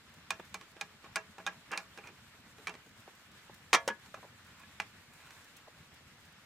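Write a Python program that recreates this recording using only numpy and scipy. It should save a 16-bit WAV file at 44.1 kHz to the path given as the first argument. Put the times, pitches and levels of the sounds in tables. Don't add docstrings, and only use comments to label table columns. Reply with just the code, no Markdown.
import sys
import numpy as np
from scipy import signal
from scipy.fft import rfft, irfft, next_fast_len
from scipy.io import wavfile
from scipy.ndimage import uniform_filter1d, map_coordinates

SR = 44100
rng = np.random.default_rng(int(sys.argv[2]) if len(sys.argv) > 2 else 0)


def generate_wav(sig):
    pcm = np.round(np.clip(np.atleast_2d(sig).T, -1, 1) * 32767).astype(np.int16)
    wavfile.write(sys.argv[1], SR, pcm)


def how_loud(loudness_db):
    steps = np.asarray(loudness_db, float) / 20
    return 10 ** steps


N = 284445

# t/s, peak level/dB, edge level/dB, favoured f/Hz
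TAPS = [
    (0.304, -20.5, -9, 2420),
    (0.542, -25.5, -6.5, 1090),
    (0.81, -25, -8, 2450),
    (1.157, -17.5, -5, 2320),
    (1.464, -21, -10.5, 1025),
    (1.774, -24, -7, 2350),
    (2.67, -25, -11.5, 2350),
]
# f/Hz of the mode left singing, rebound level re tap/dB
AFTER_TAPS = [(1130, -16), (867, -16), (851, -24), (1160, -11), (824, -4), (886, -10.5), (874, -5.5)]
# t/s, peak level/dB, edge level/dB, favoured f/Hz, looseness/0-1
TOUCHES = [(0.396, -35, -25, 655, 0.02), (0.61, -41, -11, 1120, 0.75), (0.765, -42.5, -15, 694, 0.66),
           (1.042, -43, -16, 1090, .95), (1.381, -40, -12, 736, 1), (1.4, -41.5, -49, 650, 0.5),
           (1.715, -36, 3, 1130, .4), (2.071, -39, -8, 2530, 1), (1.974, -36.5, -10, 1540, .55),
           (1.985, -39.5, -19, 764, 1), (2.582, -48.5, -9, 1340, .95), (2.693, -34.5, -13, 851, 0.5),
           (2.739, -41.5, -13, 1130, 0.5), (2.751, -42, -15, 651, 0.13)]
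# start t/s, gap/s, first level/dB, last level/dB, favoured f/Hz
CHATTER = [
    (1.708, 0.0063, -37.5, -26, 1670),
    (2.038, .016, -43.5, -52, 2450),
]
# t/s, peak level/dB, edge level/dB, favoured f/Hz, looseness/0-1
DROPS = [
    (3.729, -11, -13, 549, 0.24),
    (3.735, -12, -7.5, 2400, 0.57),
    (3.745, -11.5, -16.5, 1770, 0),
    (3.753, -43, -10, 1670, 0.2),
]
# t/s, peak level/dB, edge level/dB, favoured f/Hz, looseness/0-1
LANDING = [
    (3.74, -17, -11, 1230, 0.79),
]
# t/s, peak level/dB, edge level/dB, favoured f/Hz, looseness/0-1
BOUNCE = [
    (3.876, -19.5, -6, 505, 0.7),
    (3.885, -21.5, -21, 860, 0.24),
    (3.9, -30, -37, 1688, 0.88),
    (3.907, -34.5, -21, 1640, 1),
]
# t/s, peak level/dB, edge level/dB, favoured f/Hz, looseness/0-1
KNOCKS = [
    (4.059, -46, -6, 694, 0.7),
    (4.142, -37.5, -12, 1270, 0.94),
    (4.633, -47, -28, 1690, 1),
    (4.799, -21, -14, 2010, 0.38),
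    (4.818, -40, -13, 2180, 1),
    (5.201, -49, -32, 1670, 0.7),
    (5.305, -44, -10, 1706, 0.2),
]
# f/Hz, level/dB, t60/s
GRIPPED_MODES = [(183, -19, 0.18), (427, -20, 0.24), (651, -10.5, 0.17), (786, -9, 0.093),
                 (807.3, 5, 0.061), (1091.5, 2, 0.048), (1344, -6, 0.11), (1445, 8, 0.024),
                 (1622, -0.5, 0.066), (1690, 0.5, 0.069), (2303, 4.5, 0.042), (2450, 7, 0.036),
                 (2716, -4.5, 0.09), (2010, -6, 0.064)]
# f/Hz, level/dB, t60/s
LOOSE_MODES = [(467, -20, 0.18), (554, -20, 0.36), (654, -13, 0.22), (700, -20, 0.25), (935, -4.5, .15),
               (1122, -13, 0.2), (1188, 1, 0.038), (1400, -9, .12), (1700, 0.5, 0.12), (1950, -16, .12),
               (2090, -9.5, 0.13), (2350, -5.5, .11), (2800, -17, 0.073), (3262, -6, 0.097)]
# f/Hz, level/dB, t60/s
TIPPED_MODES = [(212, -17, 0.075), (549, 1, 0.06), (670, -23, 0.11), (942, 1, 0.1), (1090, -11, 0.19),
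                (1470, -1.5, 0.11), (1688, -3, 0.074), (2360, -15, 0.098), (2660, -14, 0.036),
                (3265, -9, 0.053)]
# f/Hz, level/dB, t60/s
BLADE_MODES = [(3670, -6, 0.018), (4880, -8, 0.025), (5940, -29, 0.033), (6900, -17, 0.051),
               (6450, -9.5, 0.029), (12200, -22, 0.008), (8340, -12, 0.02)]
# f/Hz, density level/dB per Hz
SHEET_SPECTRUM = [(88, -63), (150, -30), (1210, -1), (1500, -13), (1720, -6), (3160, -8), (4670, -11),
                  (5790, -8.5), (9260, -15.5), (14800, -29), (16000, -26)]
# f/Hz, t60/s
SHEET_T60 = [(200, 0.13), (1000, 0.16), (3000, 0.075), (6000, 0.12), (12000, 0.014)]
# f/Hz, level/dB
LEAN_GRIPPED = [(60, -1.0), (110, -0.5), (200, -0.5), (380, -1.7), (700, -1.5), (1290, -2.5), (2380, -4),
                (4400, -2), (8120, 0.3), (15000, -2)]
# f/Hz, level/dB
LEAN_LOOSE = [(60, 0.0), (110, 0.68), (200, 0.28), (380, -0.11), (700, -0.7), (1290, -0.8), (2380, -2.1),
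              (4400, -1.9), (8120, -1.2), (15000, -1.0)]
# f/Hz, level/dB
WIDTH = [(300, -23), (1000, -15), (3000, -12), (6000, -11), (10000, -15)]
# start t/s, swell/s, fade/s, peak level/dB
DRAGS = [
    (0.39, .01, 0.047, -49),
    (1.04, 0.007, .11, -62),
    (1.375, 0.013, 0.098, -59),
    (1.715, 0.062, 0.069, -35.5),
    (1.97, 0.01, 0.05, -46),
    (2.03, 0.011, 0.11, -41),
    (3.07, 0.014, .06, -47),
]
# start t/s, swell/s, fade/s, peak level/dB
GLOVES = [
    (4.42, 0.046, 0.14, -57),
    (4.55, 0.066, 0.054, -47.5),
    (5.1, 0.21, 0.11, -48),
]
# t/s, peak level/dB, centre f/Hz, length/s
BUMPS = [(0.394, -45, 673, 0.0052), (0.4, -42, 268, 0.0048), (1.046, -44, 780, 0.021),
         (1.387, -44, 770, 0.0088), (1.979, -45, 503, 0.007), (2.584, -52.5, 270, 0.022),
         (2.859, -53.5, 287, 0.0079), (3.075, -42, 610, 0.0066), (3.495, -43, 590, 0.0051),
         (4.142, -31.5, 830, 0.0021), (4.17, -48.5, 700, 0.01), (4.227, -44.5, 690, 0.011),
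         (4.242, -49, 600, 0.016), (5.672, -48, 510, 0.0072)]
# f/Hz, t60/s
YARD_T60 = [(300, 0.054), (2000, 0.3), (8000, 0.13)]
# t/s, peak level/dB
TICKS = [(0.0944, -57), (0.1384, -51), (0.4484, -51), (0.4944, -57), (0.7133, -56), (2.4004, -59),
         (2.8614, -53), (2.8894, -55), (2.9744, -54), (3.0016, -52), (3.1484, -53), (3.3144, -53),
         (3.5416, -46), (3.9924, -56), (4.4464, -55), (4.4653, -56), (4.5126, -61), (4.595, -50),
         (5.1342, -52), (5.1554, -59), (5.2609, -50), (5.3894, -56), (5.442, -50), (5.5655, -44),
         (5.7803, -56), (5.9397, -51), (6.2064, -59), (6.2507, -53.5), (6.3224, -55)]
# t/s, peak level/dB, f/Hz
PUFFS = [
    (6.274, -47, 152.4),
    (6.371, -46, 183),
]
# t/s, level/dB
MOVING = [(0.0, -68), (0.2, -70), (0.49, -68.5), (0.81, -69.5), (3.56, -68), (3.99, -67.5), (4.15, -67.5),
          (5.06, -68), (5.39, -65), (5.66, -69), (6.45, -70.5)]
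# f/Hz, level/dB per Hz
RUMBLE_SPECTRUM = [(12, -71), (20, -31.5), (82, -1), (228, -3.5), (290, -11.5), (325, -15), (600, -18.5),
                   (780, -52), (1320, -120)]
# f/Hz, level/dB per Hz
HISS_SPECTRUM = [(180, -11.5), (300, -3.5), (376, -8.5), (561, -6), (621, -5.5), (1670, -0.5), (2860, -4),
                 (3370, -5), (6000, -12.5), (7800, -36), (13200, -120)]
# f/Hz, level/dB per Hz
RUSTLE_SPECTRUM = [(2060, -60), (3500, -1), (4270, -1), (4470, -15), (7150, 3), (10200, -5.5),
                   (13100, -7.5), (15300, -9.5), (15900, -34)]
# f/Hz, correlation/-1..1
ALIKE = [(60, 0.93), (130, 0.99), (290, 0.84), (640, 0.62), (1410, 0.77), (3100, -0.16), (6820, -0.24),
         (15000, 0.31)]

BLOW_N = SR // 4
THUD_PER_DB = -0.78
TAP_LOOSE = 0.72
REBOUND_S, REBOUND_HZ, REBOUND_EDGE_DB, REBOUND_LOOSE = 0.009, 1656, -16, 0.72
SING_S, SING_DB, SING_EDGE_DB, SING_LOOSE = 0.00304, -9, -30, 0.89
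SKIPS, SKIP_HZ, SKIP_EDGE_DB, SKIP_LOOSE = 5, 2630, -22.5, 0.88
TICK_HZ, TICK_S, TICK_DB = 5900, 0.0067, -3.5
RUMBLE_DB, HISS_DB, RUSTLE_DB = -65, -60, -70
HISS_FOLLOWS = 0.22
MONO_HZ, TOP_HZ = 6750, 16100
CEILING, KNEE = 0.42, 3.7


def unit(x):
    return x / np.sqrt(np.mean(x ** 2) + 1e-20)


def along(points, hz):
    f, v = np.transpose(points)
    return np.interp(np.log(hz + 1), np.log(f + 1), v)


def filtered(x, response):
    m = next_fast_len(x.shape[-1] + 4096)
    spectrum = rfft(x, m) * response(np.fft.rfftfreq(m, 1 / SR))
    return irfft(spectrum, m)[..., :x.shape[-1]]


def wobble(rate_hz):
    knots = rng.standard_normal(int(N * 40 / SR) + 4)
    return map_coordinates(knots, [np.arange(N) * min(rate_hz, 40) / SR])


def dying(t60s, stretch):
    hz, t, z = signal.stft(rng.standard_normal((2, BLOW_N)), SR, nperseg=128)
    t60 = stretch * along(t60s, hz)[:, None]
    return signal.istft(z * how_loud(-60 * t / t60), SR, nperseg=128)[1][:, :BLOW_N]


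def plate(contacts, modes, lean, blunt_db, sheet_db, favour_db, ring_db, crack_db, crack_s, uneven_db):
    out = np.zeros((2, N + SR))
    t = np.arange(BLOW_N) / SR
    hz, level, t60 = np.transpose(modes)[..., None]
    for s, db, edge_db, favoured_hz, looseness in contacts:
        freedom = np.clip(looseness, 0.1, 1) / 0.6
        near_db = favour_db * np.exp(-(np.log(hz / favoured_hz) / 0.06) ** 2)
        scatter_db = uneven_db * rng.standard_normal(hz.shape)
        sign = np.sign(rng.standard_normal(hz.shape))
        jitter = rng.standard_normal((len(hz), len(t) // 63 + 1))
        waver = 0.018 / 8 * np.repeat(jitter, 63, axis=1)[:, :len(t)].cumsum(1)
        decay = how_loud(level + near_db + scatter_db - 60 * t / (freedom * t60))
        ring = (sign * decay * np.sin(2 * np.pi * hz * t + waver)).sum(0)

        near, across = shimmer(freedom, crack_db, crack_s)
        body = how_loud(ring_db) * ring / np.abs(ring).max() + how_loud(sheet_db) * near
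        across = how_loud(sheet_db) * filtered(across, lambda f: how_loud(along(WIDTH, f)))
        pair = np.array([body + across, body - across])
        pair *= 1 - np.exp(-t / 0.00051)

        thud_db = blunt_db + THUD_PER_DB * (db + 39.5)
        tone = [(60, thud_db - 31), (170, thud_db + 28.5), (400, thud_db + 25), (700, 0.013),
                (2800, 0.03), (4200, edge_db + 10), (13000, 1.3 * edge_db + 8.5)]
        pair = filtered(pair, lambda f: how_loud(along(tone, f) + along(lean, f) / 2 * [[1], [-1]]))
        start = round((s + 0.0008) * SR)
        out[:, start:][:, :len(t)] += how_loud(db + 1.5) * pair / np.abs(pair).max()
    return out[:, :N]


def shimmer(stretch, crack_db, crack_s):
    sheet = filtered(dying(SHEET_T60, stretch), lambda f: how_loud(along([(2700, 5), (3300, 0)], f)))
    decay = how_loud(crack_db - 60 * np.arange(BLOW_N) / SR / crack_s)
    crack = decay * rng.standard_normal((2, BLOW_N))
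    x = filtered(sheet + crack, lambda f: how_loud(along(SHEET_SPECTRUM, f)))
    return x / np.abs(x[0]).max()


def strokes():
    taps, light, singing = [], list(TOUCHES), []
    for (s, db, edge_db, hz), (sing_hz, rebound_db) in zip(TAPS, AFTER_TAPS):
        taps.append((s, db, edge_db, hz, TAP_LOOSE))
        light.append((s + REBOUND_S, db + rebound_db, REBOUND_EDGE_DB, REBOUND_HZ, REBOUND_LOOSE))
        singing.append((s + SING_S, db + SING_DB, SING_EDGE_DB, sing_hz, SING_LOOSE))
    for s, gap_s, first_db, last_db, hz in CHATTER:
        for k in range(SKIPS):
            db = first_db + (last_db - first_db) * k / (SKIPS - 1)
            light.append((s + k * gap_s, db, SKIP_EDGE_DB, SKIP_HZ if k == 2 else hz, SKIP_LOOSE))
    return taps, light, singing


def gripped_body(f):
    total = 0
    for k, (hz, db, t60) in enumerate(GRIPPED_MODES):
        damping = 1j * f * 7 / t60
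        total = total + (-1) ** k * how_loud(0.58 * db) * damping / (hz * hz - f * f + damping)
    return total


def drag(rows, range_db, spiky, lumpy_db):
    t = np.arange(N) / SR
    level = np.zeros(N)
    for s, swell_s, fade_s, db in rows:
        times = [s - swell_s, s + swell_s, s + swell_s + 2 * fade_s]
        stroke = np.interp(t, times, [-2, 0, -2], -9, -9)
        level += how_loud(db - 10.5 + range_db * stroke)
    grit = rng.standard_normal(N)
    catches = grit * np.abs(grit) ** spiky * how_loud(lumpy_db * wobble(40))
    return level * unit(filtered(catches, gripped_body))


def bursts(rows, octaves, fall):
    out = np.zeros(N + SR)
    t = np.arange(SR // 12) / SR
    for s, db, hz, length_s in rows:
        burst = rng.standard_normal(len(t)) * (t / length_s) * np.exp(-t / length_s * fall)
        burst = filtered(burst, lambda f: np.exp(-(np.log2((f + 1) / hz) / octaves) ** 2))
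        out[round(s * SR):][:len(t)] += how_loud(db) * burst / np.abs(burst).max()
    return out[:N]


def yard(x):
    tail = dying(YARD_T60, 0.48)
    delayed = np.pad(x, ((0, 0), (300, 0)))
    return signal.fftconvolve(delayed, tail / np.linalg.norm(tail[0]), axes=1)[:, :N]


def puffs():
    t = np.arange(N) / SR
    out = np.zeros(N)
    for s, db, hz in PUFFS:
        swell = np.exp(-((t - s - 0.012) / 0.0087) ** 2)
        out += how_loud(db - 10.5) * swell * np.sin(2 * np.pi * hz * t)
    return out


def rush(spectrum, patchy_db):
    z = signal.stft(rng.standard_normal((2, N)), nperseg=512)[2]
    field = uniform_filter1d(rng.standard_normal(z.shape[1:]), size=8, axis=0)
    field = uniform_filter1d(field, size=6, axis=1)
    pair = signal.istft(z * how_loud(patchy_db * unit(field)), nperseg=512)[1][:, :N]

    def mid_side(hz):
        turn = np.arccos(np.clip(along(ALIKE, hz), -1, 1)) / 2
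        return how_loud(along(spectrum, hz)) * [np.cos(turn), np.sin(turn) * (hz < MONO_HZ)]

    mid, side = filtered(pair, mid_side)
    return unit(np.array([mid + side, mid - side]))


def air():
    s, level = np.transpose(MOVING)
    busy_db = np.interp(np.arange(N) / SR, s, level - level.mean())
    flutter = wobble(22)
    swell_db = 0.4 * wobble(15) + 0.9 * wobble(2.5)
    hiss_db = HISS_DB + HISS_FOLLOWS * busy_db + 0.9 * flutter
    rustle_db = RUSTLE_DB + busy_db + 0.67 * flutter + 1.2 * wobble(38)
    rumble = how_loud(RUMBLE_DB + swell_db) * rush(RUMBLE_SPECTRUM, patchy_db=3)
    hiss = how_loud(hiss_db) * rush(HISS_SPECTRUM, patchy_db=1.2)
    rustle = how_loud(rustle_db) * rush(RUSTLE_SPECTRUM, patchy_db=0.7)
    return rumble + hiss + rustle


def scene():
    struck = GRIPPED_MODES + [(hz, db + 15.5, t60) for hz, db, t60 in BLADE_MODES]
    taps, light, eased = strokes()
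    metal = plate(taps, struck, LEAN_GRIPPED, blunt_db=-14.5, sheet_db=-1, favour_db=14,
                  ring_db=-3.5, crack_db=20.5, crack_s=0.021, uneven_db=5)
    metal += plate(light, GRIPPED_MODES, LEAN_GRIPPED, blunt_db=-11, sheet_db=1.5, favour_db=15,
                   ring_db=-3.5, crack_db=13.5, crack_s=0.022, uneven_db=5.5)
    metal += plate(eased, GRIPPED_MODES, LEAN_GRIPPED, blunt_db=-12, sheet_db=-27.5, favour_db=11.5,
                   ring_db=-13.5, crack_db=6, crack_s=0.014, uneven_db=2)
    metal += plate(LANDING, LOOSE_MODES, LEAN_LOOSE, blunt_db=-6, sheet_db=-6.5, favour_db=3,
                   ring_db=3, crack_db=6, crack_s=0.045, uneven_db=1.5)
    metal += plate(DROPS, LOOSE_MODES, LEAN_LOOSE, blunt_db=2.5, sheet_db=7.5, favour_db=19,
                   ring_db=-17, crack_db=3, crack_s=0.051, uneven_db=14)
    metal += plate(BOUNCE, TIPPED_MODES, LEAN_LOOSE, blunt_db=1, sheet_db=2.5, favour_db=17.5,
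                   ring_db=-1.5, crack_db=20, crack_s=0.044, uneven_db=2.7)
    metal += plate(KNOCKS, GRIPPED_MODES, LEAN_GRIPPED, blunt_db=-14.5, sheet_db=6, favour_db=14,
                   ring_db=2, crack_db=16, crack_s=0.026, uneven_db=3)
    scrapes = drag(DRAGS, range_db=28.5, spiky=3.6, lumpy_db=4)
    scrapes += drag(GLOVES, range_db=15.5, spiky=1.3, lumpy_db=0)
    metal += scrapes * how_loud([[-0.8], [0.8]])
    metal += bursts(BUMPS, octaves=1.03, fall=1.5)
    tick_rows = [(s, db + TICK_DB, TICK_HZ, TICK_S) for s, db in TICKS]
    ticks = bursts(tick_rows, octaves=1.4, fall=2.2)
    return metal + how_loud(-15) * yard(metal) + ticks + puffs() + air()


def band_limit(x):
    return signal.sosfilt(signal.butter(12, 16460, fs=SR, output="sos"), x)


def record(dry):
    rounded = dry / (1 + np.abs(dry / CEILING) ** KNEE) ** (1 / KNEE)
    mix = filtered(rounded, lambda hz: hz < TOP_HZ)
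    return band_limit(mix)


dry = scene()
out = record(dry)
generate_wav(out)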